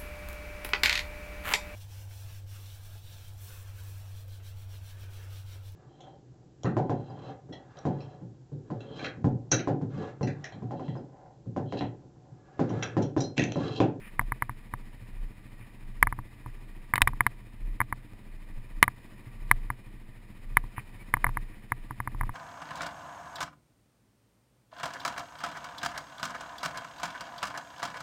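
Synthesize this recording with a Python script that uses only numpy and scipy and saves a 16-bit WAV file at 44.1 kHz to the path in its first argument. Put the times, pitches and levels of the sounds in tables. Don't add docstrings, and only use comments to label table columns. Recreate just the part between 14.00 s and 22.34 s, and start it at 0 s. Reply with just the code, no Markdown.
import sys
import numpy as np
from scipy import signal
from scipy.fft import rfft, irfft, next_fast_len
from scipy.io import wavfile
from scipy.ndimage import map_coordinates

SR = 44100
rng = np.random.default_rng(int(sys.argv[2]) if len(sys.argv) > 2 else 0)


def to_wav(sig):
    pcm = np.clip(np.atleast_2d(sig), -1, 1) * 32767
    pcm = np.round(pcm).astype(np.int16)
    wavfile.write(sys.argv[1], SR, pcm.T)


N = 367794


# t/s, relative level/dB
KNOCKS = [(0.1944, 5.5), (0.2127, -4), (0.3212, 2.5), (0.4229, 4), (0.4949, -1), (0.7385, 0), (2.0278, 9.5),
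          (2.0715, 3.5), (2.1258, 0), (2.1895, -3.5), (2.4618, -5.5), (2.9377, 6.5), (2.9797, 0),
          (3.008, -3.5), (3.0185, 2), (3.0744, 6), (3.0894, -5.5), (3.134, -5.5), (3.2072, 7.5),
          (3.266, 4.5), (3.8042, 5), (3.815, 4), (3.9262, 2), (4.8281, 9), (4.8799, 3.5), (5.5134, 9.5),
          (5.7028, 2), (6.5703, 8.5), (6.64, -9), (6.7812, -1.5), (7.1398, 7), (7.1695, -1.5),
          (7.2437, 6.5), (7.2671, 2.5), (7.2917, -2.5), (7.3716, 2), (7.7205, 4), (7.909, -2), (8.0027, 1),
          (8.0752, 0.5), (8.1478, -6.5), (8.2112, 1.5), (8.2345, -3), (8.2938, -2)]
def clacks(contact_ms=.43, ms_per_db=.031, shortest_ms=.14):
    force = np.zeros(N)
    for s, db in KNOCKS:
        strike(force, s, db, max(contact_ms - ms_per_db * db, shortest_ms))
    return transmitted(force)


# f/Hz, bandwidth/Hz, gain/dB
BODY = [(420, 330, 4), (630, 267, -12), (708, 25, 4), (750, 28, -5), (979, 159, 17), (1171, 94, 5),
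        (1351, 25, -14), (1713, 95, 4), (2078, 305, 23), (2300, 120, 2), (2505, 50, -18), (2750, 58, -22),
        (3030, 120, 3), (3400, 120, -7), (3670, 90, 5), (3989, 700, -18)]
# f/Hz, amplitude ratio
TREBLE_ROLLOFF = [(4000, 1), (4800, .9), (5600, .3)]
def transmitted(force):
    return filtered(force, lambda hz: resonances(BODY, hz) * along(TREBLE_ROLLOFF, hz))


# f/Hz, relative level/dB, T60/s
THUD_MODES = [(68, -37.5, 0.024), (95, -17, 0.18), (122.6, -2.5, 0.12), (217, -15.5, 0.065),
              (295, -6, 0.026)]
def thuds(gain_db=-29, growth=.33, contact_ms=.43, ms_per_db=.031, shortest_ms=.14):
    force = np.zeros(N)
    for s, db in KNOCKS:
        strike(force, s, gain_db + growth * db, max(contact_ms - ms_per_db * db, shortest_ms))
    return ring(force, THUD_MODES)


# t/s, relative level/dB
CRACKS = [(2.0278, -6), (2.9572, 0), (2.9797, -9), (3.0185, 13.5), (3.077, -1), (3.266, -3), (4.8282, 13),
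          (4.8394, -12), (5.5134, -5), (6.5703, -8)]
# f/Hz, relative density level/dB
SPLINTER_SPECTRUM = [(200, -2.5), (600, -8.5), (1500, 1.5), (3000, -1.5), (3600, 1), (4400, -6),
                     (6000, -13.5)]
def cracks(edge_db=-30.5, edge_growth=1.7, snap_db=-4, snap_growth=.46, snap_ms=.044):
    snaps, splinters = np.zeros((2, N))
    for s, db in KNOCKS:
        add(splinters, s, amp(edge_db + edge_growth * db) * splinter_burst())
    for s, db in CRACKS:
        strike(snaps, s, snap_db + snap_growth * db, snap_ms)
        add(splinters, s, amp(db) * splinter_burst())
    return transmitted(snaps) + fittings(splinters, SPLINTER_SPECTRUM)


def splinter_burst(energy_db=-2, t60=.013):
    t = np.arange(SR // 20) / SR
    burst = rng.standard_normal(len(t)) * amp(-60 * t / t60)
    return amp(energy_db) * burst / np.linalg.norm(burst)


# f/Hz, relative level/dB, T60/s
HEAVE_MODES = [(32.7, -3, 0.3), (58.3, -5, 0.11), (90, -6.5, 0.11)]
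# t/s, relative levels of heave/dB, hollow knock/dB, woody ring/dB
BUMPS = [(.213, -41, -7, -44), (1.134, -37, -17, -61), (2.029, -33, -5, -48), (3.022, -18, 0, -37),
         (3.07, -29, -12, -50), (4.135, -41, -12, -65), (4.828, -40.5, 15.5, -43), (7.245, -27, -6, -36),
         (7.292, -29.5, -6, -48.5), (8.208, -31, -11, -48)]
def bumps(soft_hz=250, hollow_hz=190, hollow_width_hz=260):
    shoves, taps = np.zeros((2, N))
    for s, heave_db, knock_db, _ in BUMPS:
        add(shoves, s, amp([heave_db]))
        add(taps, s, amp([knock_db]))
    heave = filtered(ring(shoves, HEAVE_MODES), lambda hz: 1 / (1 + 1j * hz / soft_hz))
    return heave + filtered(taps, lambda hz: bandpass(hz, hollow_hz, hollow_width_hz))


def chatter(plank_hz=700, width_hz=240, t60=.075):
    envelope, t = np.zeros(N), np.arange(SR // 4) / SR
    for s, _, _, ring_db in BUMPS:
        add(envelope, s, amp(ring_db - 60 * t / t60))
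    wood = filtered(rng.standard_normal(N), lambda hz: bandpass(hz, plank_hz, width_hz) ** 2)
    return envelope * unit(wood)


# centre t/s, duration/s, relative level/dB
LURCHES = [(.26, .2, -34), (1.234, 0.16, -31.5), (2.05, 0.21, -28.5), (3.13, .26, -33.5), (3.683, .23, -31),
           (4.57, .16, -40), (4.772, .12, -30), (5.55, 0.45, -31), (6.561, 0.34, -32), (7.308, 0.4, -28),
           (7.82, .2, -40), (8.228, 0.29, -30.5)]
def lurching():
    rock = np.zeros(N)
    for s, length, db in LURCHES:
        add(rock, s - length / 2, amp(db) * np.hanning(int(length * SR)))
    return rock


def mount_sway(natural_hz=27.5, drift=.11, gain_db=-2.5, uneven_db=2.5, rest_db=-45, waver_db=3.5):
    driven = lurching() * amp(uneven_db * wobble(22))
    resting = amp(rest_db + waver_db * wobble(9))
    phase = 2 * np.pi * np.cumsum(natural_hz * (1 + drift * wobble(10))) / SR
    return amp(gain_db) * (driven + resting) * unit(np.sin(phase))


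# t/s, duration/s, level/dB
SCRAPES = [(0, 0.11, -52), (0.273, 0.2, -66), (1.593, 0.072, -58.5), (2.954, 0.021, -39),
           (6.757, 0.052, -44.5), (7.51, 0.054, -59.5)]
# f/Hz, relative density level/dB
RUB_SPECTRUM = [(300, -19), (1400, 1.5), (2400, 3), (3100, -4), (4000, -18), (6000, -22.5)]
def scrapes(grit_db=3):
    strokes = np.zeros(N)
    for s, length, db in SCRAPES:
        add(strokes, s, amp(db) * signal.windows.tukey(int(length * SR)))
    grit = rng.standard_normal(N) * amp(grit_db * wobble(400))
    return strokes * unit(fittings(grit, RUB_SPECTRUM))


# t/s, duration/s, start f/Hz, end f/Hz, peak level/dB
SQUEAKS = [(6.982, 0.064, 2210, 2350, -52)]
def squeak():
    out = np.zeros(N)
    for s, length, start_hz, end_hz, db in SQUEAKS:
        n = int(length * SR)
        phase = 2 * np.pi * np.cumsum(np.linspace(start_hz, end_hz, n)) / SR
        add(out, s, amp(db) * np.hanning(n) * np.sin(phase))
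    return out


def engine(firing_hz=14, unsteady=.04, exhaust_db=-51.5, boom_db=2.5, rattle_db=1.5):
    rock = lurching()
    rock = rock / rock.max()
    cycle = np.cumsum(firing_hz * (1 + unsteady * wobble(3.6))) / SR
    return amp(exhaust_db + boom_db * rock) * exhaust(cycle) + amp(rattle_db * rock) * whir(cycle)


# f/Hz, relative level/dB, T60/s
PIPE_MODES = [(78.6, -29, 0.03), (120.3, 1.5, .13), (196, -3, .08), (224, -5, 0.074), (294.6, -5.5, 0.073),
              (338, -20, 0.017)]
def exhaust(cycle, scatter_db=1.8, puff_db=2, muffler_hz=420):
    firings = np.diff(np.floor(cycle), prepend=0) * amp(scatter_db * rng.standard_normal(N))
    puffs = rng.standard_normal(N) * amp(-9 * (cycle % 1))
    pipe = unit(ring(firings, PIPE_MODES)) + amp(puff_db) * unit(ring(puffs, PIPE_MODES))
    return unit(filtered(pipe, lambda hz: 1 / (1 + (hz / muffler_hz) ** 4)))


# f/Hz, relative density level/dB
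WHIR_SPECTRUM = [(100, 10.5), (350, 4), (600, 0), (800, -2.5), (1400, -8), (2300, -10), (2800, -11),
                 (4400, -14), (5300, -16), (6000, -19)]
# t/s, relative level/dB
WHIR_LEVELS = [(0.0, -62.5), (1.32, -63.5), (3.25, -63), (3.55, -64.5), (5.64, -62), (6.06, -65),
               (7.15, -60.5), (7.67, -63.5), (8.34, -62)]
def whir(cycle, gain_db=6, throb_db=2.5, waver_db=.37):
    level_db = np.interp(np.arange(N) / SR, *np.transpose(WHIR_LEVELS))
    noise = unit(fittings(rng.standard_normal(N), WHIR_SPECTRUM))
    throb = amp(throb_db * np.cos(2 * np.pi * cycle) + waver_db * wobble(12))
    return amp(level_db + gain_db) * throb * noise


# f/Hz, bandwidth/Hz, gain/dB
FITTINGS = [(967, 65, 7.5), (1174, 45, 8), (1903, 256, 12.5), (2437, 180, 9.5), (3010, 100, 5.5),
            (3660, 150, 4.5), (3890, 75, 3), (4230, 110, 2), (5140, 170, 6)]
def fittings(x, spectrum, cutoff_hz=6000):
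    def response(hz):
        return amp(along(spectrum, hz)) * resonances(FITTINGS, hz) / (1 + (hz / cutoff_hz) ** 20)
    return filtered(x, response)


def strike(force, s, db, contact_ms):
    lead = 1 / 500
    t = np.arange(SR // 20) / SR - lead
    bell = np.exp(-(2 * t * 1000 / contact_ms) ** 2)
    add(force, s - lead, amp(db) * bell / bell.sum())


def ring(blows, modes):
    t = np.arange(SR // 2) / SR
    response = sum(amp(db - 60 * t / t60) * np.sin(2 * np.pi * hz * t) for hz, db, t60 in modes)
    return signal.fftconvolve(blows, response)[:N]


def resonances(table, f):
    response = 1
    for hz, width, db in table:
        spring, loss = hz * hz - f * f, 1j * f * width
        response = response * (spring + loss * max(amp(db), 1)) / (spring + loss * max(amp(-db), 1))
    return response


def bandpass(f, centre_hz, width_hz):
    loss = 1j * f * width_hz
    return loss / (centre_hz ** 2 - f * f + loss)


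def filtered(x, response):
    m = next_fast_len(N + SR // 2)
    return irfft(rfft(x, m) * response(np.fft.rfftfreq(m, 1 / SR)), m)[:N]


def along(points, hz):
    f, v = np.transpose(points)
    return np.interp(np.log(hz + 1), np.log(f + 1), v)


def wobble(rate):
    return map_coordinates(rng.standard_normal(int(N * rate / SR) + 4), [np.arange(N) * rate / SR])


def add(track, s, sound):
    part = track[max(round(s * SR), 0):][:len(sound)]
    part += sound[:len(part)]


def amp(db):
    return 10 ** (np.asarray(db) / 20)


def unit(x):
    return x / np.sqrt(np.mean(x ** 2) + 1e-20)


def scene():
    boards = clacks() + thuds() + cracks() + bumps() + chatter()
    return (boards + mount_sway() + scrapes() + squeak() + engine())[None]


def record(dry, hold_hz=12000, ceiling=.9, top_hz=15600):
    slow = signal.resample_poly(dry[0], hold_hz, SR)
    slow = slow / (1 + np.abs(slow / ceiling) ** 10) ** (1 / 10)
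    held = signal.resample_poly(np.repeat(slow, 4), SR, 4 * hold_hz)[:N]
    return filtered(held, lambda hz: 1 / np.sqrt(1 + (hz / top_hz) ** 120))[None]


dry = scene()
out = record(dry)
to_wav(out)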